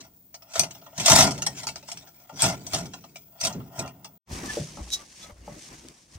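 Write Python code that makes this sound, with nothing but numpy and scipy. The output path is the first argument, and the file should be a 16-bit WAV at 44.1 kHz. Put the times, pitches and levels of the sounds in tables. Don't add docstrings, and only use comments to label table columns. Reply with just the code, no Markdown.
import sys
import numpy as np
from scipy import signal
from scipy.fft import rfft, irfft, next_fast_len
from scipy.io import wavfile
from scipy.ndimage import uniform_filter1d

SR = 44100
rng = np.random.default_rng(int(sys.argv[2]) if len(sys.argv) > 2 else 0)


def output_pcm(signal):
    pcm = np.clip(np.atleast_2d(signal).T, -1, 1) * 32767
    wavfile.write(sys.argv[1], SR, np.round(pcm).astype(np.int16))


N = 272538


def amp(db):
    return 10 ** (np.asarray(db) / 20)


def unit(x):
    return x / np.sqrt(np.mean(x ** 2) + 1e-20)


def along(points, hz):
    f, value = np.transpose(points)
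    return np.interp(np.log(hz + 1), np.log(f + 1), value)


def curves(rows):
    s, *columns = np.transpose(rows)
    return [np.interp(np.arange(N) / SR, s, column) for column in columns]


def add(track, s, sound):
    start = max(round(s * SR), 0)
    part = track[:, start:start + sound.shape[-1]]
    part += sound[..., :part.shape[-1]]


def filtered(x, response):
    n = x.shape[-1]
    m = next_fast_len(n + n // 4, True)
    spectrum = rfft(x, m) * response(np.fft.rfftfreq(m, 1 / SR))
    return irfft(spectrum, m)[..., :n]


def coloured(x, spectrum):
    return filtered(x, lambda hz: amp(along(spectrum, hz)))


def resonances(modes, f, scatter_db=0):
    total = 0
    for k, (centre, width, db) in enumerate(modes):
        strength = (-1) ** k * amp(db + scatter_db * rng.standard_normal())
        damping = 1j * f * width
        total = total + strength * damping / (centre * centre - f * f + damping)
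    return total


def noise():
    return rng.standard_normal((2, N))


def stereo(pair, alike):
    def mid_side(hz):
        turn = np.arccos(np.clip(along(alike, hz), -1, 1)) / 2
        return np.array([np.cos(turn), np.sin(turn)])

    mid, side = filtered(pair, mid_side)
    return unit(np.array([mid + side, mid - side]))


def contacts(rate_hz, spread_db, t30_s):
    hits = rng.random(N) < rate_hz / SR
    energy = hits * amp(spread_db * np.clip(rng.standard_normal(N), -2, 2)) ** 2
    t = np.arange(SR // 4) / SR
    energy_fall = 10 ** (-3 * t / t30_s)
    return unit(np.sqrt(np.abs(signal.fftconvolve(energy, energy_fall)[:N])))


def patchy(x, depth_db):
    z = signal.stft(x, nperseg=512)[2]
    field = uniform_filter1d(rng.standard_normal(z.shape[1:]), size=3, axis=0)
    field = uniform_filter1d(field, size=8, axis=1)
    return signal.istft(z * amp(depth_db * unit(field)), nperseg=512)[1][:, :N]


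def strokes(starts, lengths, levels_db, shape):
    delay_s, attack_t60_s, release_t60_s, linger_db, linger_t60_s = shape
    t, power = np.arange(0, N, 32) / SR, 0
    for s, length, db in zip(starts, lengths, levels_db):
        before = np.maximum(s + delay_s - t, 0)
        after = np.maximum(t - s - delay_s - length, 0)
        release = amp(-60 * after / release_t60_s)
        linger = amp(linger_db - 60 * after / linger_t60_s)
        power = power + (amp(db - 60 * before / attack_t60_s) * np.maximum(release, linger)) ** 2
    return np.interp(np.arange(N) / SR, t, np.sqrt(power))


# (frequency [Hz], relative level [dB])
AIR_SPECTRUM = [(25, -24.5), (60, -2.5), (170, -11.5), (400, -17), (700, -12), (1500, -28), (3200, -27),
                (6000, -23), (10000, -20), (13000, -41.5), (16000, -39.5)]
# (frequency [Hz], relative level [dB])
HISS_SPECTRUM = [(13500, -47), (14700, -22), (15200, -1), (15600, -16), (16000, -17.5)]
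# (frequency [Hz], left-right likeness [-1 to 1])
FAR_LIKENESS = [(100, 1), (300, 0.94), (650, 0.25), (1400, 0), (3000, 0.6), (12000, 0)]


def background(first_part, air_db=-69, hiss_db=-56):
    air = amp(air_db) * stereo(coloured(noise(), AIR_SPECTRUM), FAR_LIKENESS)
    waver = contacts(rate_hz=30, spread_db=3, t30_s=.4)
    hiss = amp(hiss_db) * waver * unit(coloured(noise(), HISS_SPECTRUM))
    return air + first_part * hiss * amp([[2], [-2]])


# (time [s], length [s], link jingle relative level [dB], housing clatter relative level [dB])
CHAIN_PULLS = [(0.0, 0.015, -49, -59), (0.556, 0.032, -31.5, -37.5), (1.008, .05, -34, -54),
               (1.082, .15, -19.5, -26.5), (1.572, 0.03, -40, -52), (1.896, 0.012, -44, -58.5),
               (1.99, 0.022, -53, -57), (2.147, 0.44, -64.5, -63.5), (2.417, 0.055, -25, -34),
               (2.743, 0.021, -31.5, -41), (3.437, 0.024, -38, -39), (3.772, 0.03, -46.5, -36.5)]
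# (delay [s], attack t60 [s], release t60 [s], lingering share [dB], lingering t60 [s])
JINGLE_ENVELOPE = (0, 0.1356, 0.2274, -23, 1.84)
CLATTER_ENVELOPE = (0.05, 0.3567, 0.2264, -20, 1.52)
# (frequency [Hz], width [Hz], relative level [dB])
LINK_MODES = [(2248, 78, -10), (2920, 150, -14), (3310, 77, -12.5), (4250, 97, -5), (4640, 46, -1.5),
              (5284, 100, 3.5), (5630, 80, 0.5), (6042, 70, 6), (6800, 120, -10.5), (8235, 160, -1.5),
              (10020, 46, -14.5)]
HOUSING_MODES = [(564, 64, -6.5), (672.4, 62, 3.5), (804, 100, -3.5), (892.4, 36, 0), (1013, 37, -4.5),
                 (1223, 110, -9), (1405, 57, -5), (1866, 33, -9.5), (2087, 62, -16.5), (2766, 80, -11),
                 (3357, 66, -16)]
# (frequency [Hz], relative level [dB])
CRACK_SPECTRUM = [(300, -33), (1200, -0.5), (2000, 2), (3500, 1.5), (5500, 3), (8400, 2), (9400, -10),
                  (11000, -10.5), (12000, -22), (14600, -10.5), (15400, -21.5)]
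# (frequency [Hz], left-right likeness [-1 to 1])
NEAR_LIKENESS = [(100, .97), (300, .94), (600, .9), (1200, .65), (2200, .25), (5000, .5), (12000, .4)]


def running_chain(jingle_db=1, clatter_db=0, crack_db=-8):
    s, length, jingle, clatter = np.transpose(CHAIN_PULLS)
    touches = stereo(noise(), NEAR_LIKENESS) * contacts(rate_hz=650, spread_db=2.5, t30_s=.02)
    links = filtered(touches, lambda f: resonances(LINK_MODES, f) + amp(crack_db + along(CRACK_SPECTRUM, f)))
    links = unit(patchy(links, depth_db=4.0))
    housing = unit(filtered(touches, lambda f: resonances(HOUSING_MODES, f)))
    jingle_level = strokes(s, length, jingle + jingle_db, JINGLE_ENVELOPE)
    clatter_level = strokes(s, length, clatter + clatter_db, CLATTER_ENVELOPE)
    return jingle_level * links + clatter_level * housing


# (time [s], level [dB])
WALL_JOLTS = [(0.0, -53.5), (0.59, -37.5), (0.987, -35.5), (1.11, -22.5), (1.191, -24.5), (1.24, -26),
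              (1.47, -49.5), (1.67, -49), (1.95, -51.5), (2.334, -46), (2.439, -26.5), (2.74, -34.5),
              (2.81, -37), (3.439, -39.5), (3.48, -42), (3.554, -33.5), (3.79, -35)]
# (delay [s], attack t60 [s], release t60 [s], lingering share [dB], lingering t60 [s])
BOOM_ENVELOPE = (0, .05, .4, -12, 1.4)
# (frequency [Hz], width [Hz], relative level [dB])
WALL_MODES = [(58, 29, -13.5), (80.5, 9, -2), (111, 20, -1), (144, 21, 4), (175, 16, 2.5), (202.2, 22, -1),
              (275.4, 29, -3), (331, 40, -7.5), (401.3, 110, -11.5)]


def side_wall(wall_db=0, stir_db=-67, settle_s=0.015, jolt_s=.025):
    s, boom = np.transpose(WALL_JOLTS)
    ring = filtered(stereo(noise(), NEAR_LIKENESS), lambda f: resonances(WALL_MODES, f))
    power = uniform_filter1d(np.mean(ring ** 2, axis=0), int(settle_s * SR))
    swell = np.sqrt(np.abs(power) + 1e-12)
    boom_level = strokes(s, np.full(len(s), jolt_s), boom + wall_db, BOOM_ENVELOPE)
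    return np.hypot(amp(stir_db), boom_level) * ring / swell


def link_ring(x, note_hz, tilt_db, crack_db=-18, own_db=-4, note_db=-1, note_width_hz=110,
              own_width_hz=60, scatter_db=3.5, count=26):
    stretch = np.exp(.005 * rng.standard_normal())
    own = [(hz, own_width_hz, own_db + along(CRACK_SPECTRUM, hz))
           for hz in np.sort(rng.uniform(2300, 14000, count))]

    def response(f):
        tilt = amp(tilt_db * np.log2(np.clip(f, 1000, 12000) / 5000))
        body = resonances(LINK_MODES, f * stretch, scatter_db) + resonances(own, f, scatter_db)
        body = body + amp(crack_db + along(CRACK_SPECTRUM, f))
        return tilt * body + 1j * resonances([(note_hz, note_width_hz, note_db)], f)

    return filtered(x, response)


# (time [s], link relative level [dB], housing clack relative level [dB], link note [Hz])
LINK_BLOWS = [(0.3426, -31.5, -49.5, 6020), (0.4219, -41, -56.5, 5500), (0.5546, -21, -29.5, 6360),
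              (0.5945, -5, -31, 5360), (0.6344, -21.5, -47.5, 6040), (0.7078, -31.5, -55, 5600),
              (0.7482, -39.5, -51.5, 2790), (0.8154, -50, -52, 2780), (0.8634, -44.5, -47, 3285),
              (0.9284, -68, -50, 7170), (0.9784, -21.5, -40, 6920), (0.9986, -17, -38.5, 5490),
              (1.0585, -6, -27.5, 8090), (1.0794, -6, -23, 5400), (1.0974, -5, -20.5, 5330),
              (1.1164, -6, -19, 6010), (1.1314, -9, -27.5, 5390), (1.1593, -4, -20.5, 6020),
              (1.1864, -6, -18.5, 6000), (1.2064, -5, -22.5, 8140), (1.2254, -10.5, -23.5, 6040),
              (1.2684, -19.5, -42, 5430), (1.3079, -21.5, -38.5, 5410), (1.3783, -29.5, -42, 5390),
              (1.4207, -17, -38, 6240), (1.4641, -12, -32.5, 5360), (1.6322, -27.5, -43.5, 6840),
              (1.6691, -18.5, -37, 6850), (1.6864, -23, -40.5, 7000), (1.7579, -27.5, -45.5, 6120),
              (1.8264, -42.5, -53, 5380), (1.8841, -31.5, -45, 2810), (1.916, -24, -45.5, 6260),
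              (1.9719, -31, -68, 4830), (2.0722, -43.5, -55, 3270), (2.2937, -45, -43, 3200),
              (2.4204, -6.5, -29, 6350), (2.4384, -14.5, -27, 5175), (2.4603, -25, -30, 8370),
              (2.4956, -27, -34.5, 5450), (2.6663, -25.5, -47, 3260), (2.7337, -17, -32, 5400),
              (2.7437, -15.5, -31.5, 6230), (2.8559, -33.5, -51.5, 3310), (2.9352, -30, -42.5, 3220),
              (3.039, -41.5, -48.5, 2480), (3.1577, -32, -49, 3530), (3.4116, -18, -46, 4580),
              (3.4371, -16, -38, 5510), (3.4496, -13, -33.5, 6720), (3.4694, -17, -39.5, 3250),
              (3.5259, -32, -68, 5350), (3.5998, -54, -49.5, 2700), (3.7908, -19.5, -38.5, 5580),
              (3.8594, -40, -46, 3280), (3.8761, -36, -63, 6260), (4.0452, -32, -47.5, 6140)]
BRIGHTEN, PLAIN_DB = .2, -20.5


def clanks(link_db=-9, clack_db=-1, tail_db=-29, tail_t60_s=0.28, snap_db=2.0, snap_t60_s=0.0043,
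           chatter_t60_s=0.083, slide_db=-25, clack_t60_s=0.11, kick_db=6, lag_s=0.001):
    links, clacks = np.zeros((2, N)), np.zeros((2, N))
    t = np.arange(-SR // 30, SR // 5) / SR

    def fade(t60_s):
        return (t >= 0) * amp(-60 * np.abs(t) / t60_s)

    def early_rms(x, window_s):
        return np.sqrt(np.mean(x[:, (t >= 0) & (t < window_s)] ** 2))

    slide = (t < 0) * (1 - t / t[0]) ** 2
    around = amp(tail_db) * fade(tail_t60_s) + amp(slide_db) * slide
    hiss = stereo(noise(), NEAR_LIKENESS)
    bounces = contacts(rate_hz=1000, spread_db=3.5, t30_s=.009)
    for s, db, housing_db, note_hz in LINK_BLOWS:
        part = rng.integers(N - len(t)) + np.arange(len(t))
        snap = fade(snap_t60_s)
        blow = hiss[:, part] * (amp(snap_db) * snap + bounces[part] * fade(chatter_t60_s) + around)
        ring = link_ring(blow, note_hz, tilt_db=BRIGHTEN * (db - PLAIN_DB))
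        add(links, s + t[0], amp(db + link_db) * ring / early_rms(ring, .012))
        push = hiss[:, part] * (amp(kick_db) * snap + fade(clack_t60_s) + around)
        knock = filtered(push, lambda f: resonances(HOUSING_MODES, f, scatter_db=4))
        add(clacks, s + t[0] + lag_s, amp(housing_db + clack_db) * knock / early_rms(knock, .025))
    return links + clacks


# (time of peak [s], level [dB], pitch [Hz], half length [s], rasp share [0-1])
TICK_AND_SQUEAKS = [(3.41, -35, 4620, 0.007, .55), (4.503, -31, 1741, 0.012, .03),
                    (4.94, -23, 3860, 0.016, 0.6), (5.01, -53, 1170, 0.02, 0.2),
                    (5.236, -45, 3450, 0.017, 0.6), (5.24, -51, 4030, 0.018, 0.3),
                    (5.255, -53, 1276, 0.023, .2)]
# (frequency [Hz], relative level [dB])
RASP_SPECTRUM = [(2500, -23), (3700, -4), (4800, -5.5), (6000, 1), (7000, -7), (8000, -10), (10000, -13.5),
                 (11000, -14), (15000, -26)]


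def tick_and_squeaks(waver=0.017, overtone_db=-17):
    out, t = np.zeros((2, N)), np.arange(-SR // 10, SR // 10) / SR
    for s, db, hz, half_s, rasp in TICK_AND_SQUEAKS:
        jitter = unit(uniform_filter1d(rng.standard_normal(len(t)), size=60))
        pitch_hz = hz * (1 + waver * np.sqrt(rasp) * jitter)
        phase = 2 * np.pi * np.cumsum(pitch_hz) / SR + np.array([[.5], [-.5]])
        tone = unit(np.sin(phase) + amp(overtone_db) * np.sin(2 * phase))
        scrape = unit(coloured(rng.standard_normal((2, len(t))), RASP_SPECTRUM))
        mix = np.sqrt(1 - rasp) * tone + np.sqrt(rasp) * scrape
        add(out, s + t[0], amp(db) * mix / np.cosh(1.62 * t / half_s))
    return out


# (time [s], relative level [dB])
LEAF_LEVELS = [
    [(4.29, -52), (4.33, -41.5), (4.428, -47), (4.462, -43), (4.476, -45), (4.512, -38), (4.74, -52),
     (4.89, -50.5)],
    [(4.99, -50.5), (5.072, -56), (5.238, -50), (5.356, -66), (5.616, -49), (6.092, -63.5), (6.152, -52),
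     (6.18, -67)],
]
# (time [s], length [s], shoe scuff level [dB], cab rumble level [dB])
WEIGHT_SHIFTS = [(4.32, 0.16, -43.5, -41.5), (4.488, 0.11, -45, -44.5), (4.806, 0.013, -52.5, -41.5),
                 (4.956, 0.085, -55, -58.5), (5.243, 0.068, -50.5, -53), (5.495, 0.1, -53.5, -47),
                 (5.72, 0.0335, -52.5, -50.5), (5.837, 0.088, -59, -54), (6.158, 0.031, -59, -55)]
# (delay [s], attack t60 [s], release t60 [s], lingering share [dB], lingering t60 [s])
SHIFT_ENVELOPE = (0, 0.42, 0.03, -9, 1.3)
# (frequency [Hz], relative level [dB])
BRUSH_SPECTRUM = [(880, -78), (1500, -6), (2370, -4.5), (4080, -3.5), (6060, 3), (7320, -3), (8740, -3.5),
                  (12000, -18), (13400, -22), (16000, -28.5)]
SCUFF_SPECTRUM = [(300, -6.5), (650, 3.5), (1100, 4), (1500, -2.5), (2200, -0.5), (3500, -10.5),
                  (6000, -18)]
RUMBLE_SPECTRUM = [(15, -42), (25, -16), (49, 5), (100, -3.5), (150, 2.5), (227, 0.5), (267, -3), (325, 0),
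                   (460, -10.5), (600, -8.5), (780, -18), (1320, -120)]


def climbing(brush_db=2, scuff_db=0, rumble_db=0):
    brush, = curves(np.vstack(LEAF_LEVELS))
    s, length, scuff, rumble = np.transpose(WEIGHT_SHIFTS)
    leaves = patchy(noise() * contacts(rate_hz=900, spread_db=2, t30_s=.025), depth_db=1.2)
    shoes = patchy(noise() * contacts(rate_hz=500, spread_db=2, t30_s=.06), depth_db=2.5)
    scuff_level = strokes(s, length, scuff + scuff_db, SHIFT_ENVELOPE)
    rumble_level = strokes(s, length, rumble + rumble_db, SHIFT_ENVELOPE)
    layers = [(amp(brush + brush_db), leaves, BRUSH_SPECTRUM),
              (scuff_level, shoes, SCUFF_SPECTRUM),
              (rumble_level, noise(), RUMBLE_SPECTRUM)]
    return sum(level * stereo(coloured(grain, spectrum), FAR_LIKENESS) for level, grain, spectrum in layers)


# (time [s], level [dB], frequency driven most [Hz])
CAB_THUDS = [(4.302, -41.5, 125), (4.322, -33, 62.6), (4.428, -34.5, 323), (4.57, -25, 480),
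             (4.596, -26.5, 156), (4.772, -37, 880), (4.790, -40, 760), (4.797, -31.5, 56.4),
             (4.870, -50, 860), (5.295, -46.5, 652), (5.319, -44.5, 59), (5.384, -45.5, 58),
             (5.478, -36, 720), (5.484, -41, 162), (5.847, -47, 333), (6.153, -43.5, 110)]
# (frequency [Hz], relative level [dB], t60 [s])
CAB_MODES = [(58.2, 3.5, 0.34), (84.5, 14, 0.11), (122.5, -10.5, 0.46), (152.7, 1, 0.24), (259.5, 4, 0.16),
             (340, 3.5, 0.11), (474, 4.5, 0.057), (589, 1, 0.14), (813, -1.5, 0.072), (862, 0.5, 0.043),
             (1120, -12, 0.17), (1300, 2, 0.063)]


def thuds(octaves=0.44, rise_cycles=0.66, puff_db=-9, puff_t60_s=0.25):
    out, t = np.zeros((2, N)), np.arange(SR // 2) / SR
    for s, db, centre_hz in CAB_THUDS:
        def drive(f):
            return np.exp(-.5 * (np.log2((f + 1) / centre_hz) / octaves) ** 2)

        ring = 0
        for hz, level, t60_s in CAB_MODES:
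            mode = np.sin(2 * np.pi * (hz * t + rng.random()))
            ring = ring + drive(hz) * amp(level - 60 * t / t60_s) * mode
        puff = stereo(filtered(rng.standard_normal((2, len(t))), drive), FAR_LIKENESS)
        puff = puff * amp(puff_db - 60 * t / puff_t60_s)
        rise = 1 - np.exp(-t * centre_hz / rise_cycles)
        add(out, s, amp(db) * (ring + puff) * rise)
    return out


# (time [s], relative level [dB])
TWIG_SNAPS = [(4.46, -25), (4.9033, -24), (5.8855, -28)]


def twigs(snap_db=-5, t60_s=0.0089):
    out, t = np.zeros((2, N)), np.arange(SR // 20) / SR
    for s, db in TWIG_SNAPS:
        burst = unit(coloured(rng.standard_normal((2, len(t))), BRUSH_SPECTRUM))
        add(out, s, amp(db + snap_db - 60 * t / t60_s) * burst)
    return out


# (frequency [Hz], phase lag [rad])
LEFT_LAG = [(100, .02), (500, .15), (900, 0.52), (1400, 1.2), (3000, 1.6), (6000, 2.4), (12000, 0.77)]
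# (frequency [Hz], level difference [dB])
HOIST_LEAN = [(150, -0.5), (700, 1.5), (1300, 1), (2400, 3.5), (4400, 1.5), (9000, 0.5), (14000, 3.5)]


def scene():
    first_part = np.arange(N) / SR < 4.22

    def ports(f):
        lag = np.exp(-1j * along(LEFT_LAG, f) * np.array([[1], [0]]))
        return lag * amp(along(HOIST_LEAN, f) * np.array([[.5], [-.5]]))

    hoist = filtered(running_chain() + side_wall() + clanks(), ports)
    cab = (climbing() + thuds() + twigs()) * amp([[.5], [-.5]])
    return np.where(first_part, hoist, cab) + tick_and_squeaks() + background(first_part)


# (time [s], level [dB])
PAUSE_LEVELS = [(4.178, 0), (4.186, -60), (4.25, -60), (4.275, -14), (4.315, 0)]
TOP_HZ = 15800


def record(dry):
    pause_db, = curves(PAUSE_LEVELS)
    x = dry * amp(pause_db)
    rounded = x / (1 + np.abs(x / .85) ** 6) ** (1 / 6)
    return filtered(rounded, lambda hz: hz < TOP_HZ)


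dry = scene()
out = record(dry)
output_pcm(out)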